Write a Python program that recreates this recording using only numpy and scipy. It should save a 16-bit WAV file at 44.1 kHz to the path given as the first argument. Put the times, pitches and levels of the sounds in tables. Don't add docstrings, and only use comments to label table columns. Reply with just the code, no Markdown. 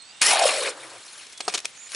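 import sys
import numpy as np
from scipy import signal
from scipy.fft import rfft, irfft, next_fast_len
from scipy.io import wavfile
from scipy.ndimage import uniform_filter1d, map_coordinates

SR = 44100
rng = np.random.default_rng(int(sys.argv[2]) if len(sys.argv) > 2 else 0)


def master_out(mix):
    frames = np.transpose(np.atleast_2d(mix))
    ceiling = np.clip(frames, -1, 1)
    pcm = np.round(ceiling * 32767).astype(np.int16)
    wavfile.write(sys.argv[1], SR, pcm)


def linear_from_db(decibels):
    return 10 ** (np.asarray(decibels, float) / 20)


N = 85995

# start_s, grit_level_db, treble_over_grit_db, pocket_over_grit_db, pocket_pitch_hz
STROKE = [(.211, -42, -17, -12, 744), (.2155, -27, 15, -56, 760), (.223, -18.5, 3, -46, 760),
          (.243, -27.5, 9.5, -46, 770), (.27, -21.5, 4.5, -17, 790), (.313, -17.5, -1, -10, 814),
          (.337, -20.5, 2, -2.5, 844), (.378, -25, -6.5, -3, 740), (.395, -20.5, 2.5, -2, 735),
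          (.412, -27, -2, 9, 719), (.44, -21, -3.5, 2.5, 672), (.473, -24.5, 5, -4.5, 578),
          (.49, -21.5, -4.5, -6.5, 642), (.543, -26.5, -1, -2, 610), (.613, -29.5, 1, -1, 467),
          (.679, -26.5, -4.5, -7.5, 538), (.7, -33.5, -0.5, -2.5, 504), (.737, -48.5, -14, 4, 497)]
# start_s, level_db, low_part_over_it_db
TRICKLE = [(.55, -79, 6), (.65, -39, 0), (.74, -48.5, 11), (.82, -43.5, 3), (.95, -46.5, 6.5),
           (1.03, -47, -7), (1.08, -44.5, -12), (1.21, -45, -13), (1.36, -51, -12), (1.55, -46, 8),
           (1.63, -52, -4), (1.72, -54.5, -5), (1.8, -53, -12), (1.95, -36, -31)]
# pitch_hz, level_db (per Hz)
GRIT_COLOUR = [(700, -12.5), (1100, 3.5), (1350, 1), (2000, 2.5), (3000, 3), (4440, -3.5), (5600, -12),
               (7000, -68)]
SCUFF_COLOUR = [(150, -28), (240, -8), (450, -1), (1000, 0), (1500, -25)]
SAND_COLOUR = [(3500, -9), (5400, -1), (6000, -4.5), (10300, 0), (11300, -10)]
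FIZZ_COLOUR = [(800, -13), (1300, -8), (2300, -2.5), (4500, -6), (8000, -7.5), (10500, -2.5), (11300, -22)]
SLOP_COLOUR = [(130, -35), (250, -7), (330, 5), (430, -4), (540, 1.5), (690, -2), (860, -3.5), (1800, -4),
               (3000, -46)]
# pitch_hz, width_hz, lift_db
BLADE_RESONANCES = [(2450, 90, 5), (3750, 90, 5), (4250, 200, 6), (5400, 80, 5)]
# time_s, pitch_hz, level_db
BLADE_RING = [(.225, 1800, -40), (.245, 1850, -29), (.295, 2110, -27), (.37, 2320, -36)]
# peak_time_s, peak_level_db, pitch_hz
GULPS = [(.336, -9, 772), (.359, -15, 710), (.4225, -5.5, 682), (.458, -9, 559), (.688, -21.5, 502)]
# start_s, noise_level_db (before its fade), length_s, t60_s (fade by 60 dB),
# thud_level_db (before halving), brightness_db (per octave)
SLAPS = [(.2155, -25, .004, .03, -30, 0), (.356, -24, .003, .02, -45, 0), (.393, -25, .004, .02, -45, 1),
         (1.2665, -41, .004, .025, -48, 1), (1.324, -41, .009, .025, -50, 1),
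         (1.376, -33, .0008, .008, -58, 4), (1.378, -37, .003, .03, -58, 4),
         (1.4045, -25, .004, .03, -30, -1.5), (1.452, -40, .004, .02, -55, 3),
         (1.4797, -22, .005, .03, -11, 0), (1.49, -32, .01, .04, -32, -1), (1.524, -37, .009, .04, -42, 0),
         (1.539, -23, .005, .03, -30, 0), (1.545, -22.5, .011, .035, -30, 0),
         (1.576, -26, .006, .02, -45, 0), (1.589, -28, .003, .012, -45, 1),
         (1.601, -33, .003, .012, -48, 2), (1.647, -33, .004, .03, -32, 0),
         (1.654, -17.5, .0012, .016, -48, 1.5), (1.918, -29, .0015, .015, -50, 2),
         (1.947, -24, .004, .03, -46, 1)]
# pitch_hz, level_db
SLAP_COLOUR = [(400, -5), (900, -8.5), (2000, -6), (2700, -2), (4800, -4.5), (6000, -2.5), (11300, -10.5)]
# pitch_hz, level_db, t60_s
TRAY_TONES = [(191, -12, .1), (440, 0, .035), (730, 2, .03), (930, -4, .03), (1230, -3, .03)]
# warble (share of pitch), then rows of time_s, pitch_hz, level_db (before panning)
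BIRDS = [(.003, [(0, 4215, -50), (.04, 4260, -55), (.085, 4610, -58), (.112, 4720, -52),
         (.128, 4900, -66)]), (.012, [(.01, 8150, -70), (.022, 8140, -52), (.05, 8050, -61),
         (.12, 7700, -62), (.21, 8330, -58)]), (.003, [(0, 3720, -63), (.145, 3600, -67), (.17, 3620, -56),
         (.21, 3740, -54)]), (.01, [(.08, 2650, -66), (.1, 2680, -61), (.21, 2900, -61)]),
         (.01, [(1.33, 3400, -64), (1.36, 3400, -55), (1.44, 3400, -56), (1.47, 3400, -66)]),
         (.008, [(1.42, 8200, -70), (1.43, 8200, -49), (1.46, 8150, -52), (1.535, 8200, -50),
         (1.55, 8200, -70)]), (.03, [(1.74, 7900, -62), (1.765, 7000, -54), (1.775, 6400, -52),
         (1.795, 6750, -49), (1.81, 7130, -48), (1.86, 6950, -47), (1.885, 7150, -49), (1.9, 7150, -70)])]
# time_s, pitch_hz, level_db
HUM = [(.72, 155, -76), (.81, 137, -65), (.88, 124, -69), (1, 107, -71)]
# pitch_hz, level_db (per Hz)
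GARDEN_COLOUR = [(20, -36), (50, -13.5), (130, -8.5), (390, -7), (1000, -3.5), (2310, -1.5), (3570, -1),
                 (5810, -5.5), (8100, -6), (11300, -23.5)]

SCUFF_DB, SLOP_DB = -12, -5
GULP_CYCLES, POCKET_CYCLES = 4.966, 4.12
POCKET_RATE_HZ, POCKET_SPREAD = 220, 0.078
SLAP_RISE_S, THUD_RISE_S = 0.000043, 0.00037
TILT_FROM_HZ, TILT_ABOUT_HZ = 1000, 3500
TRILL_RATE_HZ = 270
GARDEN_DB, GARDEN_ALIKE = -50, 0.71
BARROW_PAN_DB, BIRD_PAN_DB = 1, -10
LOW_CUT_HZ, TOP_HZ = 308, 11000
YARD_DB, YARD_T60_S, YARD_BRIGHT_DB = -13, .12, 0.5


def unit(x):
    return x / np.sqrt(np.mean(x ** 2) + 1e-20)


def along(points, hz):
    table_hz, values = np.transpose(points)
    return np.interp(np.log(hz + 1), np.log(table_hz + 1), values)


def curves(rows):
    times, *columns = np.transpose(rows)
    return [np.interp(np.arange(N) / SR, times, column) for column in columns]


def inside(rows):
    t = np.arange(N) / SR
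    return (t >= rows[0][0]) & (t <= rows[-1][0])


def wobble(rate):
    knots = rng.standard_normal(int(N * 400 / SR) + 4)
    return map_coordinates(knots, [np.arange(N) * min(rate, 400) / SR])


def filtered(x, response):
    size = next_fast_len(x.shape[-1] + 8192)
    spectrum = rfft(x, size) * response(np.fft.rfftfreq(size, 1 / SR))
    return irfft(spectrum, size)[..., :x.shape[-1]]


def add(out, start_s, sound):
    part = out[round(start_s * SR):][:len(sound)]
    part += sound[:len(part)]


def sides(pan_db):
    return linear_from_db(np.array([[.5], [-.5]]) * pan_db)


def blade(hz):
    return linear_from_db(sum(db / (1 + (2 * (hz - centre) / width) ** 2) for centre, width, db in BLADE_RESONANCES))


def grit(colour, spiky_db, clump_db, clump_rate):
    size_db = spiky_db * rng.exponential(size=N)
    size_db = size_db + clump_db * wobble(clump_rate)
    size_db = size_db + .5 * clump_db * wobble(clump_rate / 4)
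    contacts = rng.standard_normal(N) * linear_from_db(size_db)
    return unit(filtered(contacts, lambda hz: linear_from_db(along(colour, hz)) * blade(hz)))


def patchy(x, depth_db):
    z = signal.stft(x, nperseg=256)[2]
    field = uniform_filter1d(rng.standard_normal(z.shape), size=4, axis=0)
    field = uniform_filter1d(field, size=6, axis=1)
    return unit(signal.istft(z * linear_from_db(depth_db * unit(field)), nperseg=256)[1][:N])


def burst(hz, cycles, turn):
    u = np.arange(1200) / SR * hz
    swell = np.exp(-2 * (2 * u / cycles - 1.5) ** 2)
    return swell * np.sin(2 * np.pi * (u + turn))


def tone(rows, waver_hz, rate, flutter_db, trill_hz=0):
    hz, db = curves(rows)
    hz = hz + waver_hz * wobble(rate)
    hz = hz + trill_hz * np.sin(2 * np.pi * TRILL_RATE_HZ * np.arange(N) / SR)
    level = np.sqrt(2) * linear_from_db(db + flutter_db * wobble(rate))
    return inside(rows) * level * np.sin(2 * np.pi * np.cumsum(hz) / SR)


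def scrape():
    grit_db, treble_db, pocket_db, pocket_hz = curves(STROKE)
    on = inside(STROKE)
    rasp = grit(GRIT_COLOUR, spiky_db=1.5, clump_db=2, clump_rate=250)
    rasp = rasp + linear_from_db(treble_db) * grit(SAND_COLOUR, spiky_db=1.2, clump_db=1.8, clump_rate=220)
    rasp = patchy(rasp, depth_db=2.5)
    rasp = rasp + linear_from_db(SCUFF_DB) * grit(SCUFF_COLOUR, spiky_db=2, clump_db=1, clump_rate=80)
    pocket = air_pocket(pocket_hz)
    pocket = pocket / np.sqrt(np.mean(pocket[on] ** 2))
    out = on * linear_from_db(grit_db) * (rasp + linear_from_db(pocket_db - 1.5) * pocket)
    for peak_s, db, hz in GULPS:
        start_s = peak_s - 0.744 * GULP_CYCLES / hz
        add(out, start_s, linear_from_db(db) * burst(hz, GULP_CYCLES, rng.uniform()))
    return out + tone(BLADE_RING, 62, rate=140, flutter_db=1.5)


def air_pocket(hz):
    out = np.zeros(N)
    for k, (late, tune, size_db, turn) in enumerate(rng.standard_normal((400, 4))):
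        start_s = STROKE[0][0] + (k + 1 + 0.388 * late) / POCKET_RATE_HZ
        if start_s < STROKE[-1][0]:
            burst_hz = hz[round(start_s * SR)] * np.exp(POCKET_SPREAD * tune)
            add(out, start_s, linear_from_db(size_db) * burst(burst_hz, POCKET_CYCLES, turn))
    return out


def trickle():
    level_db, low_db = curves(TRICKLE)
    fizz = patchy(grit(FIZZ_COLOUR, spiky_db=2, clump_db=2, clump_rate=150), depth_db=3.5)
    slop = grit(SLOP_COLOUR, spiky_db=2.5, clump_db=1.5, clump_rate=55)
    return linear_from_db(level_db) * (fizz + linear_from_db(SLOP_DB + low_db) * slop)


def slaps():
    out, t = np.zeros(N), np.arange(SR // 8) / SR
    for start_s, db, length_s, t60_s, thud_db, bright_db in SLAPS:
        def colour(hz):
            octaves = np.log2(np.maximum(hz, TILT_FROM_HZ) / TILT_ABOUT_HZ)
            return linear_from_db(along(SLAP_COLOUR, hz) + bright_db * octaves) * blade(hz)

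        spatter = rng.standard_normal(len(t)) * linear_from_db(1.8 * rng.exponential(size=len(t)))
        spatter = unit(filtered(spatter, colour))
        shape = (1 - np.exp(-t / SLAP_RISE_S)) * linear_from_db(-60 * np.maximum(t - length_s, 0) / t60_s)
        add(out, start_s, linear_from_db(db) * shape * spatter + linear_from_db(thud_db) / 2 * tray_thud(t))
    return out


def tray_thud(t):
    ring = np.zeros(len(t))
    for hz, db, t60_s in TRAY_TONES:
        ring += linear_from_db(db + rng.normal(0, 1) - 60 * t / t60_s) * np.sin(2 * np.pi * hz * t)
    return (1 - np.exp(-t / THUD_RISE_S)) * ring


def yard(x):
    t = np.arange(SR // 5) / SR
    tail = rng.standard_normal((2, len(t))) * linear_from_db(-60 * t / YARD_T60_S)
    tail = filtered(tail, lambda hz: linear_from_db(YARD_BRIGHT_DB * np.log2(1 + hz / LOW_CUT_HZ)))
    return signal.fftconvolve(x[None], tail / np.linalg.norm(tail[0]), axes=1)[:, :N]


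def birds():
    out = np.zeros(N)
    for warble, note in BIRDS:
        trill_hz = warble * note[0][1]
        out += tone(note, trill_hz / 2.5, 300, flutter_db=3, trill_hz=trill_hz)
    return out * sides(BIRD_PAN_DB)


def garden_hiss():
    middle, side = filtered(rng.standard_normal((2, N)), lambda hz: linear_from_db(along(GARDEN_COLOUR, hz)))
    angle = np.arccos(GARDEN_ALIKE) / 2
    hiss = np.cos(angle) * middle + np.sin(angle) * side * np.array([[1], [-1]])
    return unit(hiss) * linear_from_db(GARDEN_DB + wobble(8))


def garden():
    return garden_hiss() + birds() + tone(HUM, 5, rate=40, flutter_db=2)


def scene():
    barrow = scrape() + trickle() + slaps()
    barrow = filtered(barrow, lambda hz: 1 / (1 + (LOW_CUT_HZ / (hz + 1)) ** 3))
    return barrow * sides(BARROW_PAN_DB) + linear_from_db(YARD_DB) * yard(barrow) + garden()


def top_cut(x):
    return signal.sosfilt(signal.butter(12, 11940, fs=SR, output="sos"), x)


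def record(dry):
    mix = filtered(dry, lambda hz: 1 / np.sqrt(1 + (hz / TOP_HZ) ** 120))
    return top_cut(mix)


dry = scene()
out = record(dry)
master_out(out)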